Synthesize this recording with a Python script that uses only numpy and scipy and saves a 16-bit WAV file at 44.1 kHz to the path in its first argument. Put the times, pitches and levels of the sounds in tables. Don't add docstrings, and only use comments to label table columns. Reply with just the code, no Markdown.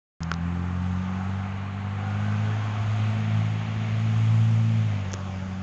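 import sys
import numpy as np
from scipy import signal
from scipy.fft import rfft, irfft
from scipy.io import wavfile

SR = 44100
rng = np.random.default_rng(int(sys.argv[2]) if len(sys.argv) > 2 else 0)


def linear_from_db(decibels):
    return 10 ** (np.asarray(decibels, float) / 20)


def generate_wav(signal):
    frames = np.transpose(np.atleast_2d(signal))
    scaled = np.clip(frames, -1, 1) * 32767
    pcm = np.round(scaled).astype(np.int16)
    wavfile.write(sys.argv[1], SR, pcm)


N = 247842


def in_time(rows):
    s, *columns = np.transpose(rows)
    return [np.interp(np.arange(N) / SR, s, column) for column in columns]


def rms_one(x):
    return x / np.sqrt(np.mean(x ** 2) + 1e-20)


def drift(rate_hz):
    coarse = 20
    settle = 4000
    pole = np.exp(-2 * np.pi * rate_hz * coarse / SR)
    noise = rng.standard_normal(N // coarse + settle + 2)
    slow = signal.lfilter([1], [1, -2 * pole, pole * pole], noise)[settle:]
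    return np.interp(np.arange(N) / coarse, np.arange(len(slow)), rms_one(slow))


def coloured_noise(spectrum, patchy_db, rate_hz):
    hz, level_db = np.transpose(spectrum)
    grid_hz = np.maximum(np.fft.rfftfreq(N, 1 / SR), 1)
    colour_db = np.interp(np.log(grid_hz), np.log(hz), level_db, -90, -90)
    shaped = rfft(rng.standard_normal(N)) * linear_from_db(colour_db)
    thirds = 3 * np.log2(grid_hz)
    together = drift(rate_hz / 4)
    out = np.zeros(N)
    for centre in np.arange(np.floor(3 * np.log2(hz[0])), 3 * np.log2(hz[-1]) + 1):
        overlap = np.cos(np.pi / 2 * np.clip(thirds - centre, -1, 1)) ** 2
        flicker_db = patchy_db * (0.26 * together + drift(rate_hz))
        out += irfft(shaped * overlap, N) * linear_from_db(flicker_db)
    return rms_one(out)


def layer_gain(mix, swings_db):
    return linear_from_db(mix[0] + np.dot(mix[1:], swings_db))


# multiple of the firing rate, level_db
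OVERTONES = [(0.5, -59.5), (1.5, -43), (2, -32.5), (2.5, -51), (3, -41), (4, -42), (5, -44.5)]
# pitch_hz, level_db
PIPE_COLOUR = [(125, -1.5), (165, 3.5), (186, 2.5), (197, -5), (225, -5.5), (265, -3.5), (290, -17.5),
               (450, -24)]
# centre_s, length_s, multiple, level_db
ECHO_FADES = [(0.69, 0.2, 2, -3), (2.3, 0.3, 2, 4.5), (2.607, 0.2, 2, -7), (2.9, 0.26, 2, -5),
              (3.21, 0.27, 2, 4), (3.48, 0.13, 2, -4), (4.71, 0.25, 2, 3), (4.85, 0.11, 2, -4),
              (5.2, 0.46, 2, -6), (0.85, 0.35, 1.5, 3), (1.6022, 1, 1.5, -2), (2.875, 0.49, 1.5, -27),
              (3.35, 0.62, 1.5, 4.5), (5.5, 0.5, 1.5, -5.5), (0.58, 0.24, 3, 2), (0.58, 0.43, 4, 14),
              (0.6, 0.44, 5, 14.5), (2.9, 0.15, 2, 1.5), (4.316, 0.28, 2, -2.5), (1.11, 0.25, 2, 2),
              (0.45, 0.73, 2.5, 9), (3.53, 0.27, 2, 0.5), (4.61, 0.19, 3, 6.5)]


def firing_tone(rate_hz, turns, note_db):
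    s = np.arange(N) / SR
    pipe_hz, pipe_db = np.transpose(PIPE_COLOUR)
    follow_db = 0.39 * (note_db - note_db.mean())
    orders = [(1, note_db)]
    for k, level_db in OVERTONES:
        fade_db = np.zeros(N)
        for centre_s, length_s, order, depth_db in ECHO_FADES:
            if order == k:
                fade_db += depth_db * np.exp(-4 * ((s - centre_s) / length_s) ** 2)
        colour_db = np.interp(np.log(k * rate_hz), np.log(pipe_hz), pipe_db)
        orders.append((k, level_db + colour_db + fade_db + follow_db))
    uneven = 0.006 * drift(5)
    out = np.zeros(N)
    for k, level_db in orders:
        waver = linear_from_db(0.22 * min(k, 2) * drift(2.9))
        out += np.sqrt(2) * linear_from_db(level_db) * waver * np.cos(2 * np.pi * k * (turns + uneven))
    return out


# pitch_hz, level_db (per Hz)
RUMBLE_COLOUR = [(20, -38.5), (40, -13), (60, -8.5), (100, 1), (160, -4), (240, -5), (290, -7.5),
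                 (340, -27)]
DRONE_COLOUR = [(260, -27.5), (320, 0), (355, 3), (400, -2.5), (520, 0), (600, -0.5), (660, -7.5),
                (760, -22.5)]
BURR_COLOUR = [(560, -27.5), (640, -3.5), (700, 1), (760, -5.5), (850, -28.5)]
RASP_COLOUR = [(580, -31), (680, -10.5), (740, -3.5), (950, -3.5), (1180, -4.5), (1550, -8), (1750, -12),
               (2100, -16)]
# level_db, then shares (dB per dB) of load, airflow, breeze, note
RUMBLE_LEVEL = (-41.5, -0.12, 0.76, 0.45, -0.03)
DRONE_LEVEL = (-50.5, 0.34, 0.45, 0.41, -0.11)
BURR_LEVEL = (-53.5, 1.2, 1.3, -0.3, -0.1)
RASP_LEVEL = (-42.5, 1.16, -0.16, -0.06, -0.06)


def roar(turns, swings_db):
    puff = np.cos(2 * np.pi * turns)
    rumble = layer_gain(RUMBLE_LEVEL, swings_db) * coloured_noise(RUMBLE_COLOUR, -0.5, 8.8)
    drone = layer_gain(DRONE_LEVEL, swings_db) * coloured_noise(DRONE_COLOUR, 1.0, 2)
    burr = layer_gain(BURR_LEVEL, swings_db) * coloured_noise(BURR_COLOUR, 0.7, 12)
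    rasp = layer_gain(RASP_LEVEL, swings_db) * coloured_noise(RASP_COLOUR, 0.63, 6.4)
    return rumble + drone + burr * (1 + 0.3 * puff) + rasp * (1 + 0.12 * puff)


# pitch_hz, level_db (per Hz)
RUSH_COLOUR = [(1200, -29.5), (1700, -4.5), (2200, 1.5), (2800, -2), (3500, -11.5), (4300, -13.5),
               (5200, -37)]
WHOOSH_COLOUR = [(2500, -25), (2900, -0.5), (3300, 1.5), (3800, -3.5), (4500, -26)]
HISS_COLOUR = [(3500, -19), (4500, 0), (5500, -2), (6200, -0.5), (6700, 1.5), (7200, -4.5), (7700, -30.5)]
SIZZLE_COLOUR = [(6900, -18.5), (7400, -8.5), (8000, -10.5), (8500, -6.5), (8900, -38)]
# level_db, then shares (dB per dB) of load, airflow, breeze, note
RUSH_LEVEL = (-48.5, -0.04, 1.01, 0.01, 0.0042)
WHOOSH_LEVEL = (-58, 0.48, 0.76, 1.23, 0.03)
HISS_LEVEL = (-60, 0.4, 0.1, 1.08, 0.17)
SIZZLE_LEVEL = (-69, 0.4, -0.44, 0.06, 0.79)


def air(turns, swings_db):
    puff = np.cos(2 * np.pi * turns)
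    rush = layer_gain(RUSH_LEVEL, swings_db) * coloured_noise(RUSH_COLOUR, 0.78, 13)
    whoosh = layer_gain(WHOOSH_LEVEL, swings_db) * coloured_noise(WHOOSH_COLOUR, 1.4, 5)
    hiss = layer_gain(HISS_LEVEL, swings_db) * coloured_noise(HISS_COLOUR, 0.35, 25)
    sizzle = layer_gain(SIZZLE_LEVEL, swings_db) * coloured_noise(SIZZLE_COLOUR, 2.0, 40)
    return rush * (1 + 0.047 * puff) + whoosh + hiss * (1 + 0.063 * puff) + sizzle * (1 + 0.25 * puff)


# start_s, peak level_db, bright pitch_hz, low ring level_db, thump level_db
CLICK_EVENTS = [
    (0.2312, -25, 5430, -23, -18),
    (0.315, -22, 5500, 9, -4.5),
    (0.3379, -28, 4700, -2, -10),
    (5.1173, -33, 6530, -25, -28),
    (5.1217, -41, 6380, -23, -11),
    (5.132, -30, 6496, -24, -19),
    (5.1323, -25.5, 5800, -23, -13),
    (5.138, -20.5, 5920, -5.5, -4.5),
    (5.143, -43.5, 6205, -12, -2),
]
# from pitch_hz, to pitch_hz, decay_s (T60)
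CASING_REGIONS = [
    (1050, 1600, 0.005),
    (2500, 3600, 0.005),
    (230, 520, 0.008),
]


def casing_clicks():
    age_s = np.arange(2000) / SR
    snap = 9.0 * (np.arange(len(age_s)) == 30)
    onset = np.minimum(age_s / 0.0024, 1)
    spread, bright_t60_s = 1.22, 0.0065
    signs = (1, 1, -1, 1)
    shares = (1, 0.4, 0.7, 0.15)
    out = np.zeros(N)
    for start_s, peak_db, bright_hz, low_db, thump_db in CLICK_EVENTS:
        at = round(start_s * SR)
        contacts = rng.standard_normal(len(age_s))
        regions = [(bright_hz / spread, bright_hz * spread, bright_t60_s)] + list(CASING_REGIONS)
        levels_db = [0, low_db, -8 + 0.15 * low_db, thump_db]
        for (from_hz, to_hz, t60_s), level_db, sign, share in zip(regions, levels_db, signs, shares):
            push = (share * contacts + snap) * onset * linear_from_db(-60 * age_s / t60_s)
            region = signal.butter(2, [from_hz, to_hz], "band", fs=SR, output="sos")
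            ring = signal.sosfilt(region, push)
            out[at:at + len(age_s)] += sign * linear_from_db(peak_db + level_db) * ring / np.abs(ring).max()
    return signal.sosfilt(signal.butter(8, 7300, fs=SR, output="sos"), out + 1e-18)


# centre_s, length_s, multiple of the firing rate, level_db
SINGING_ORDERS = [(1.0, 0.25, 13, -48.5), (1.1, 0.18, 9, -58), (1.1, 0.27, 3.5, -55.5), (1.4, 0.21, 8, -57),
                  (1.6, 0.55, 4.5, -59), (2.0, 0.3, 4, -60.5), (2.02, 0.12, 8, -47), (2.1, 0.5, 5, -57),
                  (2.1, 0.21, 7.5, -46.5), (2.1, 0.15, 14, -46), (2.3, 0.19, 14.5, -48),
                  (2.45, 0.13, 14, -46.5), (2.5, 0.16, 4, -51.5), (2.52, 0.08, 16.2, -46.5),
                  (2.7, 0.25, 30.5, -57), (2.45, 0.1, 7.5, -52), (2.95, 0.2, 7, -55), (4.15, 0.2, 4, -60),
                  (4.9, 0.68, 5.5, -56.5), (5.3, 1, 6.2, -54.5), (5.3, 0.34, 3.75, -59.5)]


def singing(turns):
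    s = np.arange(N) / SR
    flutter_db = 2.2 * drift(18)
    wobble = 0.09 * drift(28)
    out = np.zeros(N)
    for n, (centre_s, length_s, k, level_db) in enumerate(SINGING_ORDERS):
        near = np.flatnonzero(np.abs(s - centre_s) < 1.5 * length_s)
        own = (near + 20000 * n) % N
        swell = np.exp(-4 * ((s[near] - centre_s) / length_s) ** 2)
        tone = np.cos(2 * np.pi * k * turns[near] + k * wobble[own])
        out[near] += np.sqrt(2) * linear_from_db(level_db + flutter_db[own]) * swell * tone
    return out


# start_s, extra path delay_ms, reflection share (0-1)
NEAR_SURFACE = [
    (5.15, 0.1, 0.0),
    (5.2, 0.16, 0.3),
    (5.27, 0.27, 0.4),
    (5.34, 0.36, 0.45),
    (5.42, 0.4, 0.0),
]


def near_reflection(x):
    delay_ms, share = in_time(NEAR_SURFACE)
    treble = signal.sosfilt(signal.butter(1, [600, 3500], "band", fs=SR, output="sos"), x)
    echo = np.interp(np.arange(N) - delay_ms * SR / 1000, np.arange(N), treble)
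    return x + np.clip(share, 0, 1) * (echo - 0.14 * treble)


# start_s, firing pitch_hz
ENGINE_SPEED = [(0.24, 82.06), (0.55, 87.66), (0.94, 91.2), (1.4, 96.64), (1.8, 98.3), (2.2, 102.6),
                (2.48, 106.7), (2.76, 105.8), (3.2, 107.7), (3.6, 107.9), (4.02, 109.9), (4.44, 111.5),
                (4.74, 111.8), (4.85, 108.1), (4.96, 101.1), (5.08, 94.5), (5.56, 93.9)]
# start_s, level_db
NOTE_LEVEL = [(0.24, -35), (0.4, -35), (0.45, -30), (0.98, -28.5), (1.06, -33.5), (1.34, -29), (1.59, -34),
              (2.44, -24.5), (2.77, -28.5), (2.81, -24.5), (3.05, -23.5), (3.23, -27), (3.38, -23),
              (3.64, -30), (4.35, -19), (4.83, -22.5), (5.13, -33), (5.58, -34)]
# start_s, exhaust load_db, airflow_db, breeze_db
ENGINE_EFFORT = [(0.4, -43.5, -51.5, -63.5), (0.69, -42.5, -50.5, -63.5), (1.01, -43, -50.5, -60.5),
                 (1.19, -41, -50, -61), (1.53, -42.5, -48.5, -63.5), (1.83, -43, -49, -65),
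                 (2.09, -41, -47, -61.5), (2.32, -39.5, -46, -60.5), (2.66, -39.5, -46, -59.5),
                 (3.05, -40, -44, -60), (3.67, -43, -45.5, -59), (3.93, -42.5, -44, -59),
                 (4.21, -41.5, -46, -58.5), (4.67, -44, -47.5, -58), (4.96, -44.5, -45.5, -58.5),
                 (5.22, -43.5, -51, -57), (5.58, -46, -51.5, -57.5)]


def scene():
    rate_hz, = in_time(ENGINE_SPEED)
    note_db, = in_time(NOTE_LEVEL)
    controls_db = np.array(in_time(ENGINE_EFFORT) + [note_db])
    swings_db = controls_db - controls_db.mean(axis=1, keepdims=True)
    turns = np.cumsum(rate_hz) / SR
    engine = firing_tone(rate_hz, turns, note_db) + roar(turns, swings_db) + singing(turns)
    passing = near_reflection(engine + air(turns, swings_db))
    return (passing + casing_clicks())[None]


def band_limit(x):
    return signal.sosfilt(signal.butter(12, 8840, fs=SR, output="sos"), x)


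# pitch_hz, width_hz, depth (0-1)
MICROPHONE_DIPS = [
    (298, 42, 1),
    (977, 69, 1),
]


def record(dry):
    x = dry
    for hz, width_hz, depth in MICROPHONE_DIPS:
        peak = signal.iirpeak(hz, hz / width_hz, fs=SR)
        x = x - min(depth, 1) * signal.lfilter(*peak, x)
    x = signal.sosfilt(signal.cheby2(8, 50, 9500, fs=SR, output="sos"), x)
    start_s = 0.2052
    x = x * (np.arange(N) >= start_s * SR)
    return band_limit(x)


dry = scene()
out = record(dry)
generate_wav(out)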